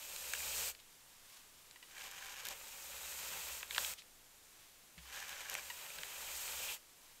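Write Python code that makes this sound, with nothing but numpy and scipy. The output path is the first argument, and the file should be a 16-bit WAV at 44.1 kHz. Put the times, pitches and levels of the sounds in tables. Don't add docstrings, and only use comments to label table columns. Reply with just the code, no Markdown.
import sys
import numpy as np
from scipy import signal
from scipy.fft import rfft, irfft, next_fast_len
from scipy.io import wavfile
from scipy.ndimage import uniform_filter1d

SR = 44100
rng = np.random.default_rng(int(sys.argv[2]) if len(sys.argv) > 2 else 0)


def unload_audio(sound):
    columns = np.transpose(np.atleast_2d(sound))
    steps = np.round(np.clip(columns, -1, 1) * 32767)
    wavfile.write(sys.argv[1], SR, steps.astype(np.int16))


N = 317520
TIME = np.arange(N) / SR

# (start [s], pull grows from [s],
# full pull at [s], end [s], fade-out [s], first pull [dB], full pull [dB], rub [dB], thrum [dB],
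# pad ring [dB], extra ring at the hair ends [dB])
STROKES = [(-0.05, 0.1, 0.65, 0.728, 0.043, -3.5, 7, -56.5, -63, -54.5, -1),
           (2.496, 2.58, 3.2, 3.948, 0.024, -8, 0.2, -55, -65.5, -57, 0.0),
           (5.57, 6.06, 6.39, 6.785, 0.054, -5, 1.73, -54, -64.5, -55.5, 6)]
HISS_DB = -47
RUB_FOLLOWS, THRUM_FOLLOWS, PAD_FOLLOWS = 0.74, 0.7, 0.83
GRIP_PER_S = 14
# (time [s], boost [dB])
PAD_BUMPS = [(0.37, 4.5), (3.36, 2.5), (3.8, 5.5), (5.99, 7.5), (6.62, 5.5)]
# (start [s], end [s], level [dB])
CROWN_PASSES = [(1.87, 2.568, -55), (5.029, 5.634, -52.5)]
PRESS_DB = 3
# (time [s], level [dB], pitch [Hz], rattle time [s], added crack [dB])
BRISTLE_FLICKS = [(0.162, -32.5, 2730, 0.006, 0), (0.335, -27, 1740, 0.017, 0),
                  (0.35, -32, 2500, 0.014, -7), (0.403, -39, 2640, 0.012, -11),
                  (0.749, -44, 2600, 0.014, -18), (1.711, -45, 3850, 0.009, -1),
                  (2.019, -39, 3770, 0.016, -11), (2.382, -39.5, 1660, 0.01, -13),
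                  (3.629, -31.5, 1490, 0.016, -18), (3.708, -29.5, 2580, 0.016, -9),
                  (3.747, -30, 3300, 0.025, -20), (3.762, -30, 2630, 0.01, -19.5),
                  (3.78, -20, 1530, 0.007, -29), (3.847, -27, 3360, 0.011, -16),
                  (4.02, -47, 2710, 0.012, -13), (4.979, -43.5, 2100, 0.08, -13),
                  (5.328, -39, 2400, 0.02, -13), (5.407, -37, 1060, 0.015, -11),
                  (5.532, -40, 1730, 0.014, -11), (5.551, -24.5, 1620, 0.007, -2),
                  (5.863, -39, 2550, 0.011, -13), (5.985, -35.5, 2700, 0.02, -15),
                  (6.033, -29, 2340, 0.007, -6), (6.478, -35, 2530, 0.0077, -13)]
# (time [s], relative level [dB], pitch [Hz])
BRISTLE_CHATTERS = [(1.759, -48.5, 1820), (1.827, -46.5, 2470), (5.701, -35.5, 2020)]
# (time [s], relative level [dB])
HAIR_SNAPS = [(2.1133, -36), (2.4527, -27), (2.4688, -28), (2.4862, -25.5), (3.9365, -31), (5.1613, -33.5),
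              (5.202, -33), (5.293, -32), (5.4979, -25.5), (5.541, -26)]
# (time [s], relative level [dB])
LANDINGS = [(4.976, -56.5)]
# (time [s], level [dB], pitch [Hz], half length [s])
BRIEF_SWISHES = [(0.8, -58, 3070, 0.016), (3.998, -58.5, 3480, 0.032), (4.449, -62, 7860, 0.016)]
# (time [s], level [dB], half length [s])
SLEEVE_MOVES = [(1.35, -66.5, 0.59), (1.334, -61, 0.091), (1.873, -63, 0.061), (4.616, -65.5, 0.13),
                (5.04, -61, 0.07), (7.08, -66, 0.11)]

# (pitch [Hz], width [Hz], level [dB])
BODY_RING = [(480, 360, -4.5), (1060, 570, -5.5), (1614, 263, 0.5), (1773, 310, -1), (2370, 700, -4.5),
             (3450, 520, -4), (3980, 2050, -7.5), (5480, 1750, -12), (7000, 970, -11.5), (12400, 3900, -12)]
TEETH_RING = [(1645, 280, 4.5), (2390, 140, 3), (3050, 220, -2)]
PAD_RING = [(2384, 230, -1), (2644, 226, 0), (3180, 400, -4.5)]
HOLLOW_RING = [(158, 48, -9), (400, 152, -6.5), (577, 105, 2)]
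SNAP_RING = [(3030, 2500, -2.5), (7340, 1600, 0.5), (13000, 2000, -3)]

# (frequency [Hz], level [dB])
HISS_COLOUR = [(1470, -71), (2500, -9), (2910, -14), (3890, -2.5), (5660, -4), (6900, 0.5), (7740, 0),
               (8480, -1), (9510, -7.5), (10300, -9), (12800, -2), (15500, -7)]
RUB_COLOUR = [(380, -14), (650, -41), (712, -7), (888, -1.5), (1120, -6.5), (1330, -4.5), (1550, -4.5),
              (2110, -3.5), (2460, -8), (2910, -4.5), (4000, -0.5), (5200, -59), (8800, -120)]
SCALP_COLOUR = [(360, -33), (620, -42), (665, -23), (785, 5), (903, -4.5), (976, 2), (1260, -4),
                (1630, 1.5), (2070, -3), (2240, 1), (2780, 2), (3120, 2), (3350, -1.5), (3880, 0),
                (5000, -17), (6500, -28), (11000, -120)]
CRACKLE_COLOUR = [(1470, -46), (2500, -35), (3100, -2), (3370, -19), (4500, -5), (6640, -0.5), (8950, -6),
                  (9950, -14.5), (12400, -4.5), (15500, -14.5)]
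CLOTH_COLOUR = [(290, -17), (500, -12), (576, -24), (655, -31), (835, -1.5), (1470, -3.5), (1880, -3),
                (2880, 0.5), (15000, -8)]
ROOM_COLOUR = [(8, 24), (18, 23.5), (25, 5.5), (45, -2), (62, 0), (85, -1), (100, 1), (150, -2.5),
               (250, -2), (450, -2), (1300, -2.5), (3200, -2.5), (5000, -4), (7500, -1.5), (10000, -5.5),
               (13000, -4.5), (15500, -10)]
# (frequency [Hz], sides compared with the middle [dB])
ROOM_SPREAD = [(60, -11.5), (180, -8), (550, -11), (1650, -24.5), (5000, -21), (9000, -16.5), (15000, -37)]


def hair_strokes():
    slips = friction(per_s=4000, size_db=2.8, smooth=.62, flutter_db=.6)
    drag = friction(per_s=900, size_db=3.8, smooth=.75, flutter_db=1)
    shake = friction(per_s=1800, size_db=4, smooth=.57, flutter_db=1)
    grip = drift(GRIP_PER_S)
    hiss = unit(butter(coloured(slips, HISS_COLOUR), 3500, "high", order=4)) * from_db(HISS_DB)
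    rub = butter(coloured(drag, RUB_COLOUR), 2900, "low")
    rub = unit(butter(rub, 820, "high", order=4)) * from_db(.73 * grip)
    thrum = unit(butter(ring(drag, HOLLOW_RING), 790, "low")) * from_db(1.6 * grip)
    pad = unit(butter(ring(shake, PAD_RING), [2150, 3700], "band")) * from_db(.73 * grip)
    out = pad_load() * thrum
    for stroke in STROKES:
        end = stroke[3]
        rub_db, _, pad_db, ends_db = stroke[7:]
        at_ends = swell(end - .1, half_s=.1)
        out += pull(stroke) * hiss
        out += from_db(rub_db) * pull(stroke, RUB_FOLLOWS) * rub
        out += from_db(pad_db + ends_db * at_ends) * pull(stroke, PAD_FOLLOWS) * pad
    return out


def pull(stroke, follows=1, tangle_db=-11, tug_db=5):
    start, grows, full, end, release_s, first_db, full_db = stroke[:7]
    tangle = tangle_db * swell(3.66, half_s=.051)
    tug = tug_db * swell(3.84, half_s=.071)
    pull_db = np.interp(TIME, [grows, full], [first_db, full_db]) + tangle + tug
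    return contact(start, end, attack_s=.059, release_s=release_s) * from_db(follows * pull_db)


def pad_load():
    bumps_db = sum(db * swell(s, half_s=.034) for s, db in PAD_BUMPS)
    thrum_gain = sum(from_db(stroke[8]) * pull(stroke, THRUM_FOLLOWS) for stroke in STROKES)
    return from_db(bumps_db) * thrum_gain


def scalp_scratch():
    slips = friction(per_s=1800, size_db=3.2, smooth=.44, flutter_db=1.48)
    catches = friction(per_s=260, size_db=2.5, smooth=.1, flutter_db=1)
    crackle = unit(butter(coloured(slips, CRACKLE_COLOUR), 2800, "high", order=4)) * from_db(-.55)
    scratch = unit(butter(coloured(slips, SCALP_COLOUR), [700, 4000], "band", order=4)) * from_db(-.5)
    teeth = unit(ring(catches, TEETH_RING)) * from_db(-3.5)
    thrum = unit(butter(ring(slips, HOLLOW_RING), 720, "low")) * from_db(-15.5)
    grip = from_db(.84 * drift(GRIP_PER_S))
    return grip * (pressure() * (crackle + scratch + teeth) + pressure(press_db=10.5) * thrum)


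def pressure(press_db=PRESS_DB):
    gain = np.zeros(N)
    for start, end, db in CROWN_PASSES:
        press = swell(end - .07, half_s=.058)
        gain += contact(start, end, attack_s=.125, release_s=.052) * from_db(db + press_db * press)
    return gain


def bristle_flicks(recoil=.11, rattle=.24):
    out, t = np.zeros(N), np.arange(2048) / SR
    for s, db, pitch_hz, rattle_s, crack_db in list(BRISTLE_FLICKS) + stray_flicks():
        force = rattle * rng.standard_normal(len(t)) * fade(t, rattle_s)
        force[0] += recoil
        force[round(.0007 * SR)] += 1
        thinned = butter(force, .5 * pitch_hz, "high", order=1)
        knock = brush_body(thinned, pitch_hz, width_hz=1000 + .66 * pitch_hz)
        crack = peak_one(resonance(force, hz=6500, width_hz=3800))
        add(out, s, from_db(db) * (knock + from_db(crack_db) * crack))
    return out


def stray_flicks(per_s=6, pitch_hz=2200, rattle_s=.012, crack_db=-13):
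    rubbing = sum(pull(stroke, RUB_FOLLOWS) for stroke in STROKES)
    strength = from_db(-43.5) * rubbing + from_db(12.5) * pressure()
    starts = np.flatnonzero((rng.random(N) < per_s / SR) & (strength > 0))
    rows = []
    for i in starts:
        db = 20 * np.log10(strength[i]) + rng.normal(0, 1.5)
        octaves = rng.normal(0, .3)
        rows.append((i / SR, db, pitch_hz * 2 ** octaves, rattle_s, crack_db))
    return rows


def bristle_chatters(slips_per_s=980, fade_s=.052, boost_db=2):
    out = np.zeros(N)
    for s, db, pitch_hz in BRISTLE_CHATTERS:
        gaps = rng.uniform(.95, 1.1, size=14) / slips_per_s
        slip_times = np.cumsum(gaps) - gaps[0]
        uneven = from_db(rng.normal(0, 1, len(gaps)))
        force = np.zeros(SR // 10)
        force[(slip_times * SR).astype(int)] = fade(slip_times, fade_s) * uneven
        add(out, s, from_db(db + boost_db) * brush_body(force, pitch_hz, width_hz=1800))
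    return out


def brush_body(force, pitch_hz, width_hz):
    return peak_one(resonance(ring(force, BODY_RING), pitch_hz, width_hz))


def hair_snaps(fade_s=.009, trim_db=-2.5):
    out, t = np.zeros(N), np.arange(1024) / SR
    for s, db in HAIR_SNAPS:
        burst = rng.standard_normal(len(t)) * fade(t, fade_s)
        add(out, s, from_db(db + trim_db) * peak_one(ring(burst, SNAP_RING)))
    return out


def landing_thuds(knock_hz=165, boom_hz=63, landing_boost_db=5):
    out, t = np.zeros(N), np.arange(SR) / SR
    knock = fade(t, .11) * np.sin(2 * np.pi * knock_hz * t)
    thud = from_db(-6) * fade(t, .76) * np.sin(2 * np.pi * boom_hz * t)
    soft_start = 1 - np.exp(-t / .0016)
    for s, db in LANDINGS:
        add(out, s, from_db(db + landing_boost_db) * (knock + thud) * soft_start)
    load = from_db(-5.5) * pad_load() + from_db(-24) * pressure()
    rumble = resonance(rng.standard_normal(N), boom_hz, width_hz=12)
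    boom = unit(butter(rumble, [44, 74], "band"))
    return out + uniform_filter1d(load, SR // 8) * boom


def sleeve():
    slips = friction(per_s=880, size_db=-4, smooth=.88, flutter_db=1.5)
    power = sum((from_db(db) * swell(s, half_s)) ** 2 for s, db, half_s in SLEEVE_MOVES)
    return unit(coloured(slips, CLOTH_COLOUR)) * np.sqrt(power)


def swishes():
    rustle = friction(per_s=2500, size_db=-2, smooth=.74, flutter_db=5.5)
    return sum(from_db(db) * swell(s, half_s) * unit(resonance(rustle, pitch_hz, width_hz=1700))
               for s, db, pitch_hz, half_s in BRIEF_SWISHES)


def bedroom_echo(x, fade_s=.19, middle_db=-17, side_db=-39):
    t = np.arange(SR // 3) / SR
    noise = butter(rng.standard_normal((2, len(t))), 14000, "low", order=1)
    tails = noise * fade(t, fade_s) * (t > .004)
    middle, side = [signal.fftconvolve(x, tail / np.linalg.norm(tail))[:N] for tail in tails]
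    return x + from_db(middle_db) * middle + from_db(side_db) * side * [[1], [-1]]


def room_noise(level_db=-60.5):
    middle, side = [unit(coloured(white, ROOM_COLOUR)) for white in rng.standard_normal((2, N))]
    return from_db(level_db) * (middle + coloured(side, ROOM_SPREAD) * [[1], [-1]])


def friction(per_s, size_db, smooth, flutter_db):
    slipping = rng.random(N) < per_s / SR
    sizes = from_db(size_db * np.minimum(rng.exponential(1, N), 4))
    slips = unit(slipping * sizes * rng.choice([-1, 1], N))
    rush = rng.standard_normal(N)
    flutter = from_db(flutter_db * drift(70))
    return (np.sqrt(1 - smooth) * slips + np.sqrt(smooth) * rush) * flutter


def drift(per_s):
    points = rng.standard_normal(4096)
    return unit(np.interp(TIME * per_s, np.arange(4096), points))


def contact(start, end, attack_s, release_s):
    return np.clip(np.minimum((TIME - start) / attack_s, (end - TIME) / release_s), 0, 1)


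def swell(s, half_s):
    return np.exp(-((TIME - s) / half_s) ** 2)


def fade(t, fade_s):
    return from_db(-60 * t / fade_s)


def ring(x, tones):
    return sum((-1) ** k * from_db(db) * resonance(x, hz, width)
               for k, (hz, width, db) in enumerate(tones))


def resonance(x, hz, width_hz):
    r = np.exp(-np.pi * width_hz / SR)
    feedback = [1, -2 * r * np.cos(2 * np.pi * hz / SR), r * r]
    return signal.lfilter(np.array([1, 0, -1]) * (1 - r * r) / 2, feedback, x)


def coloured(x, colour):
    size = next_fast_len(N + 4096)
    hz, db = np.transpose(colour)
    all_hz = np.maximum(np.fft.rfftfreq(size, 1 / SR), 1)
    curve_db = np.interp(np.log(all_hz), np.log(hz), db)
    return irfft(rfft(x, size) * from_db(curve_db), size)[:N]


def butter(x, edge_hz, kind, order=2):
    return signal.sosfilt(signal.butter(order, edge_hz, kind, fs=SR, output="sos"), x)


def unit(x):
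    return x / np.sqrt(np.mean(x ** 2) + 1e-20)


def peak_one(x):
    return x / np.abs(x).max()


def from_db(db):
    return 10 ** (np.asarray(db) / 20)


def add(out, s, sound):
    start = round(s * SR)
    out[start:start + len(sound)] += sound[:N - start]


def scene():
    brushing = hair_strokes() + scalp_scratch()
    clicks = bristle_flicks() + bristle_chatters() + hair_snaps()
    return bedroom_echo(brushing + clicks + landing_thuds() + sleeve() + swishes()) + room_noise()


def record(dry):
    top_cut = signal.ellip(12, .1, 80, 15650, fs=SR, output="sos")
    return signal.sosfilt(top_cut, butter(dry, 24, "high"))


dry = scene()
out = record(dry)
unload_audio(out)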